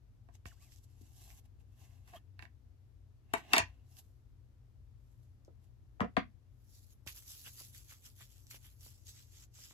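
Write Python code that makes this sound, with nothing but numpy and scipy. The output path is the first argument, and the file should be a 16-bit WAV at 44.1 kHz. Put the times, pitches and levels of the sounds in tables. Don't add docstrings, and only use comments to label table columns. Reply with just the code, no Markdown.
import sys
import numpy as np
from scipy import signal
from scipy.fft import rfft, irfft, next_fast_len
from scipy.io import wavfile
from scipy.ndimage import uniform_filter1d, map_coordinates

SR = 44100
rng = np.random.default_rng(int(sys.argv[2]) if len(sys.argv) > 2 else 0)


def unload_wav(signal):
    wavfile.write(
        sys.argv[1],
        SR,
        np.round(np.clip(np.atleast_2d(signal).T, -1, 1) * 32767).astype(np.int16),
    )


N = 429093


def amp(db):
    return 10 ** (np.asarray(db) / 20)


def unit(x):
    return x / np.sqrt(np.mean(x ** 2) + 1e-20)


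def along(points, hz):
    f, v = np.transpose(points)
    return np.interp(np.log(hz + 1), np.log(f + 1), v)


def wobble(rate_hz):
    knots = rng.standard_normal(int(N * rate_hz / SR) + 4)
    return map_coordinates(knots, [np.arange(N) * rate_hz / SR])


def filtered(x, response):
    n = x.shape[-1]
    m = next_fast_len(n + 8192)
    return irfft(rfft(x, m) * response(np.fft.rfftfreq(m, 1 / SR)), m)[..., :n]


def resonances(modes):
    def response(f):
        total = 0
        for k, (f0, width, db) in enumerate(modes):
            total = total + (-1) ** k * amp(db) * 1j * f * width / (f0 * f0 - f * f + 1j * f * width)
        return total
    return response


def colour(spectrum):
    return lambda hz: amp(along(spectrum, hz))


def sides(pan_db):
    return amp(np.array([[pan_db / 2], [-pan_db / 2]]))


def lagged(x, lag_s):
    return filtered(x, lambda f: np.exp(-1j * np.pi * f * lag_s * np.array([[1], [-1]])))


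def pair(response, alike, grit_db=0, patchy_db=0):
    white = rng.standard_normal((2, N)) * amp(grit_db * wobble(510))
    z = signal.stft(white, nperseg=512)[2]
    field = uniform_filter1d(rng.standard_normal(z.shape[1:]), size=7, axis=0)
    field = uniform_filter1d(field, size=6, axis=1)
    white = signal.istft(z * amp(patchy_db * unit(field)), nperseg=512)[1][:, :N]

    def mid_side(hz):
        turn = np.arccos(np.clip(along(alike, hz), -1, 1)) / 2
        return response(hz) * [np.cos(turn), np.sin(turn)]
    mid, side = filtered(white, mid_side)
    return unit(np.array([mid + side, mid - side]))


# f/Hz, width/Hz, level/dB
AIR_MODES = [(53.9, 11, -5), (92.8, 9.3, -3), (122.6, 11, -12.5)]
# f/Hz, density/dB (relative)
FLOOR_SPECTRUM = [(20, -31), (38, 2), (130, 6.5), (160, 0), (250, 3.5), (500, -9), (1000, -15),
                  (2500, -21.5), (6000, -24), (9500, -31), (12500, -25.5), (16000, -43.5)]
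# f/Hz, left-right likeness/1
FLOOR_LIKENESS = [(50, 1), (300, 0.47), (1500, 0.092), (10000, 0.074)]


def room_tone():
    swell_db = 1.2 * wobble(1.2)
    rumble = pair(resonances(AIR_MODES), [(50, .62)]) * amp(-60.0 + swell_db) * sides(5)
    hum_phase = 2 * np.pi * 120 * np.arange(N) / SR + 0.53 * wobble(3.7)
    hum = amp(-66.0 + 0.4 * wobble(5.6)) * np.sin(hum_phase) * sides(6.0)
    floor = amp(-73.5) * pair(colour(FLOOR_SPECTRUM), FLOOR_LIKENESS) * sides(1.9)
    return lagged(rumble + hum, 0.00022) + floor


# f/Hz, t60/s
ROOM_T60 = [(100, 0.26), (500, 0.1), (2000, 0.16), (6000, 0.14), (14000, 0.028)]


def tail():
    hz, t = np.fft.rfftfreq(256, 1 / SR), np.arange(90) * 128 / SR
    re, im = rng.standard_normal((2, 2, len(hz), len(t)))
    decay = amp(-60 * t / along(ROOM_T60, hz)[:, None])
    answer = signal.istft((re + 1j * im) * decay, SR, nperseg=256)[1]
    return answer / np.linalg.norm(answer[0])


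DETUNE, VARY_DB = .012, 1.5
PUSH_CUT_RATIO = 6.2


def scattered(modes, favoured_hz, focus_db):
    luck = rng.standard_normal((len(modes), 2)) * [DETUNE, VARY_DB]
    driven = []
    for (f0, width, db), (detune, vary_db) in zip(modes, luck):
        off_octaves = abs(np.log2(f0 / favoured_hz))
        driven.append((f0 * (1 + detune), width, db + vary_db - focus_db * off_octaves))
    return driven


def knocks(hits, modes, crack_s, push_s, touch, crack_hz, focus_db, room_db, lag_s):
    near, far, t = np.zeros((2, N + SR)), np.zeros((2, N + SR)), np.arange(SR // 10) / SR
    for s, db, ring_db, hz, pan_db in hits:
        burst = rng.standard_normal((2, len(t))) * amp(-60 * t / np.array([[crack_s], [push_s]]))
        burst[:, 0] = 4, touch
        burst = filtered(burst, lambda f: 1 / (1 + 1j * f / crack_hz) ** 3)
        crack = filtered(burst[0], lambda f: 1j * f / (crack_hz / 6 + 1j * f))
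        body = resonances(scattered(modes, hz, focus_db))
        ring = filtered(burst[1], lambda f: body(f) / (1 + 1j * f / (PUSH_CUT_RATIO * hz)) ** 2)
        contact = amp(db) * (crack / np.abs(crack).max() + amp(ring_db) * ring / np.abs(ring).max())
        near[:, round(s * SR):][:, :len(t)] += contact * sides(pan_db)
        wet = signal.fftconvolve(contact[None], tail(), axes=1)
        far[:, round((s + .004) * SR):][:, :wet.shape[1]] += wet
    return lagged(near[:, :N], lag_s) + amp(room_db) * far[:, :N]


# t/s, crack level/dB, ring re crack/dB, favoured f/Hz, left re right/dB
LID_HITS = [(.2874, -69, 14.5, 633, -9.5), (.4554, -52.5, 7.5, 1320, -19.5), (2.0763, -49.5, -7, 1500, -4),
            (2.086, -62, -6, 4300, -2), (2.1352, -62, 15.5, 920, -2), (2.392, -54.5, 13.5, 1850, -10.5),
            (2.424, -55.5, 11, 1800, -17), (2.452, -66.5, 17.5, 1770, -17), (3.3345, -48.5, 4.5, 2050, 9),
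            (3.3372, -19.5, 2.5, 770, 5.5), (3.5344, -10, 1, 2707, 5.5), (3.538, -25.5, 10.5, 985, -4),
            (3.55, -31.5, 3, 905, -5), (3.557, -29.5, 3.5, 4240, 2), (3.5647, -21, 1.5, 2720, 1),
            (3.568, -32, 15.5, 985, -2), (3.5814, -10, -5.5, 2197, 0), (3.5845, -34.5, 13, 690, 1),
            (3.5997, -34, 9.5, 1200, 2.5), (3.9687, -49, -14, 5100, -8)]
# f/Hz, width/Hz, level/dB
LID_MODES = [(254, 80, 1), (424, 82, -4.5), (684, 32, 3.5), (900, 60, -5.5), (985, 24, -0.5),
             (1120, 110, -3.5), (1545, 160, -3.5), (1793, 110, 2), (1950, 80, 0.5), (2245, 90, -2),
             (2433, 90, -4), (2694, 70, 2), (3750, 260, -7), (4250, 350, -4.5), (5100, 2000, -10),
             (7800, 1600, -15.5)]


def lid_knocks():
    return knocks(LID_HITS, LID_MODES, crack_s=0.012, push_s=0.014, touch=14, crack_hz=12100,
                  focus_db=6.5, room_db=-7, lag_s=-.00027)


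EDGE_DB = 20


def swells(rows, rounded, body_swing, treble_swing):
    t, hiss, body, treble = np.arange(0, N + 64, 64) / SR, 0, 0, 0
    for s, rise, fall, db, body_db in rows:
        down_db = EDGE_DB * np.where(t < s, (s - t) / rise, (t - s) / fall) ** rounded
        hiss = hiss + amp(db - down_db) ** 2
        body = body + amp(db + body_db - body_swing * down_db) ** 2
        treble = treble + amp(db - treble_swing * down_db) ** 2
    return [np.interp(np.arange(N) / SR, t, np.sqrt(power)) for power in (hiss, body, treble)]


TREBLE_HZ = 9000
# t/s, level re its spectrum/dB
TREBLE_LEVEL = [(0, -7), (0.902, -1.5), (1.25, 0.5), (1.7, 0.5), (3.6, -4), (4, 2), (6.702, -1),
                (7.2, -0.5), (8.301, -2.5), (8.75, 0.5), (9.1, -6.5)]


def stroke(rows, hiss, body, alike, rounded, body_swing, treble_swing, grit_db, patchy_db,
           flutter_db, pan_db, lag_s):
    hiss_gain, body_gain, treble_gain = swells(rows, rounded, body_swing, treble_swing)
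    treble_db = np.interp(np.arange(N) / SR, *np.transpose(TREBLE_LEVEL))
    fine = pair(colour(hiss), alike, grit_db, patchy_db)
    treble = filtered(fine, lambda hz: hz > TREBLE_HZ)
    fine = hiss_gain * (fine - treble) + treble_gain * amp(treble_db) * treble
    dull = body_gain * pair(body, alike, grit_db, patchy_db)
    flutter = amp(flutter_db * wobble(47))
    return lagged(flutter * sides(pan_db) * (fine + dull), lag_s)


# peak t/s, rise/s, fall/s, hiss level/dB, body re hiss/dB
LID_SLIDES = [(.354, 0.025, 0.024, -62, -5), (.464, 0.0078, 0.079, -55.5, -5.5),
              (.63, 0.11, 0.24, -65.5, -10), (.728, 0.034, 0.061, -62, -24),
              (.786, 0.058, 0.017, -66.5, -19), (.843, 0.02, 0.014, -63.5, -27),
              (1.018, 0.016, 0.019, -63.5, -53.5), (1.18, 0.051, 0.19, -65.5, -10.5),
              (1.3, 0.44, 0.1, -63.5, -8), (1.395, 0.38, 0.017, -65, -7.5), (1.459, 0.021, 0.014, -71.5, 1),
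              (1.606, 0.022, 0.034, -77.5, 0.5), (1.825, 0.12, 0.17, -68, -1.5),
              (1.95, 0.22, 0.26, -78.5, 0.5), (2.087, 0.046, 0.1, -67.5, 0),
              (2.167, 0.073, 0.027, -63.5, 4.5), (2.43, 0.032, 0.036, -70.5, 13),
              (3.382, 0.05, 0.048, -58.5, 8.5), (3.45, 0.12, 0.072, -77.5, 16.5),
              (3.51, 0.075, 0.18, -64.5, 10.5), (3.533, .016, .01, -48, 10),
              (3.925, 0.078, 0.077, -68.5, -10), (3.991, 0.043, 0.033, -56.5, -11.5),
              (4.04, .03, 0.25, -79.5, -18), (5.126, 0.28, .1, -82.5, -25), (5.228, .15, 0.22, -83, -22),
              (5.645, .05, 0.051, -78, -4)]
# f/Hz, density/dB (relative)
SLIDE_HISS = [(1500, -42), (2800, -3), (4500, -1.5), (6500, 2.5), (8100, 2), (9000, -13.5), (10000, -0.5),
              (11500, 4), (13500, -0.5), (14400, -15.5), (16000, -15.5)]
GRIP = 4


def lid_slides():
    broadened = [(f0, GRIP * width, db) for f0, width, db in LID_MODES]
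    return stroke(LID_SLIDES, SLIDE_HISS, resonances(broadened), [(1000, 0.51), (8000, 0.21)],
                  rounded=0.93, body_swing=0.93, treble_swing=1.0, grit_db=1.5, patchy_db=1.5,
                  flutter_db=1.14, pan_db=-1.0, lag_s=.00005)


# t/s, peak level/dB
THUMPS = [(0.458, -40.5), (3.599, -38), (3.63, -40.5), (6.014, -35), (6.178, -39), (7.069, -44.5)]
# f/Hz, width/Hz, level/dB
TABLE_MODES = [(57, 3.3, 3.5), (91, 22, 3)]


def thumps():
    push = np.zeros(N)
    for s, db in THUMPS:
        push[round(s * SR)] = amp(db)
    swing = filtered(np.arange(SR // 8) == 0, resonances(TABLE_MODES))
    return signal.fftconvolve(push, swing / np.abs(swing).max())[:N] * sides(3.2)


# t/s, f/Hz, level/dB
SQUEAK_TONES = [
    [(.495, 2970, -80), (.51, 1974, -66), (.527, 1120, -67), (.56, 1034, -92), (.59, 1800, -79),
     (.62, 2520, -78), (.64, 2620, -74), (.665, 2400, -76), (.69, 1950, -75), (.71, 1800, -83)],
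    [(.475, 3000, -72), (.49, 2980, -65), (.52, 2860, -77)],
    [(.605, 1090, -84), (.62, 1134, -79), (.65, 1200, -79)],
    [(1.195, 3000, -73), (1.245, 4200, -74), (1.275, 4100, -78)],
    [(2.128, 747, -55), (2.147, 700, -54.5), (2.165, 626, -50.5)],
    [(2.15, 1000, -66), (2.182, 1300, -63)],
    [(2.152, 2960, -70), (2.168, 3220, -55.5), (2.19, 3100, -77)],
]
ROUGH_HZ = 2600


def squeaks():
    jitter_rad, flicker_db, out = wobble(300), 3 * wobble(90), np.zeros(N)
    for rows in SQUEAK_TONES:
        s, hz, db = np.transpose(rows)
        i = np.arange(round(s[0] * SR), round(s[-1] * SR))
        phase = 2 * np.pi * np.cumsum(np.interp(i / SR, s, hz)) / SR
        phase += np.mean(hz) / ROUGH_HZ * jitter_rad[i]
        level_db = np.interp(i / SR, s, db) + flicker_db[i]
        out[i] += np.hanning(len(i)) ** .2 * amp(level_db) * np.sin(phase)
    return out


# t/s, crack level/dB, pat re crack/dB, favoured f/Hz, left re right/dB
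TICKS = [(.7213, -53.5, 3, 2400, -5), (.7615, -50.5, 0, 3970, -10), (1.3035, -51.5, 5.5, 2300, -7.5),
         (5.4495, -74.5, 20.5, 5840, -2), (7.065, -40.5, -7.5, 400, -6), (7.0746, -41, 10, 2920, -9),
         (7.2246, -41.5, -5, 5650, -3), (7.474, -54, 2, 908, -10), (7.6023, -53.5, 12, 5500, -13),
         (7.612, -55, 5, 497, -4), (7.7484, -46, -3, 2300, 5), (7.911, -55, 5, 1500, -6),
         (7.922, -53.5, 6, 1200, -3), (8.2095, -53, 6, 1240, -1.5), (8.4688, -50, 6, 6120, 2),
         (8.5111, -37.5, -4.5, 1980, 1), (8.5448, -42, -3, 787, 0), (8.809, -53, 9, 5640, -3),
         (8.8644, -52.5, 3, 450, -3), (9.059, -52.5, -4, 5830, -1.5), (9.5894, -62, 4.5, 802, -4),
         (9.71, -58.5, 7, 960, 5)]
# f/Hz, width/Hz, level/dB
HAND_MODES = [(400, 890, 1), (1200, 820, -8), (2300, 620, 1), (6000, 2800, 6), (11300, 4000, -33)]


def ticks():
    return knocks(TICKS, HAND_MODES, crack_s=0.0028, push_s=.007, touch=13.8, crack_hz=16000,
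                  focus_db=12.0, room_db=-5.5, lag_s=0.00015)


# t/s, crack level/dB, ring re crack/dB, favoured f/Hz, left re right/dB
TUB_HITS = [(1.0113, -85.5, 31, 251, 1), (5.48, -88.5, 38, 400, 0), (5.997, -81, 43, 800, 7),
            (6.0055, -31.5, 11.5, 1033, 5), (6.012, -61, 36, 206, 7), (6.0286, -60, 29, 450, -5),
            (6.0455, -56, 20, 700, 7), (6.1678, -29.5, 9, 1820, 3), (6.169, -46.5, 28, 850, 12.5),
            (6.1753, -60, 34, 224, 12)]
# f/Hz, width/Hz, level/dB
TUB_MODES = [(190, 50, 0.5), (261.7, 66, -0.5), (450, 70, 0), (700, 100, -1.5), (770, 75, -2.5),
             (986, 77, -5.5), (1200, 140, -5), (1500, 530, -4.5), (2500, 1600, -4), (4500, 3000, -13)]


def tub_knocks():
    return knocks(TUB_HITS, TUB_MODES, crack_s=0.012, push_s=0.018, touch=15, crack_hz=4500,
                  focus_db=15.5, room_db=-4, lag_s=-0.00027)


# peak t/s, rise/s, fall/s, hiss level/dB, body re hiss/dB
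PALM_STROKES = [(6.773, 0.18, 0.19, -65, -25), (6.929, 0.098, 0.021, -67.5, -14.5),
                (7.076, 0.012, 0.085, -47.5, -5), (7.176, 0.082, 0.079, -54.5, -11),
                (7.318, 0.11, 0.12, -51, -16), (7.4, 0.07, 0.17, -56, -26),
                (7.471, 0.058, 0.063, -50.5, -4.5), (7.611, 0.1, .12, -51.5, -12),
                (7.757, 0.06, 0.14, -55.5, -11.5), (7.91, 0.064, 0.13, -56.5, -8.5),
                (8.054, 0.055, 0.1, -56.5, -8.5), (8.216, 0.073, 0.079, -55, -6.5),
                (8.323, 0.11, 0.23, -63.5, -13), (8.511, 0.0092, 0.022, -46.5, -22),
                (8.551, 0.07, 0.036, -54, -2.5), (8.648, 0.07, 0.15, -61.5, -7),
                (8.835, 0.061, 0.25, -58, -13), (9.087, 0.036, 0.061, -49.5, -19),
                (9.18, 0.13, 0.12, -57, -12.5), (9.35, 0.058, 0.1, -59.5, -10.5),
                (9.43, 0.16, 0.039, -55.5, -11.5), (9.565, 0.042, 0.19, -56, -14),
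                (9.64, 0.076, 0.25, -57, -12)]
# f/Hz, density/dB (relative)
PALM_HISS = [(1500, -20), (2800, -7), (4500, -1), (6500, 1.5), (8100, 0.5), (9000, -32), (10000, 1),
             (11500, 3.5), (13500, 0), (14400, -6), (16000, -9)]
# f/Hz, density/dB (relative)
SKIN_BODY = [(250, -17), (600, -22.5), (1200, -9.5), (2200, -6.5), (3500, -3), (6000, -48)]


def palm_strokes():
    return stroke(PALM_STROKES, PALM_HISS, colour(SKIN_BODY), [(1000, 0.64), (8000, 0.053)],
                  rounded=1.3, body_swing=1.63, treble_swing=0.85, grit_db=2.2, patchy_db=2.4,
                  flutter_db=.9, pan_db=-1.0, lag_s=.00013)


def scene():
    opening = room_tone() + lid_knocks() + lid_slides() + thumps() + squeaks()
    return opening + ticks() + tub_knocks() + palm_strokes()


TOP_HZ, TOP_STEEP = 15600, 40


def record(dry):
    return filtered(dry, lambda hz: amp(-6 * np.minimum(hz / TOP_HZ, 1.1) ** TOP_STEEP))


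dry = scene()
out = record(dry)
unload_wav(out)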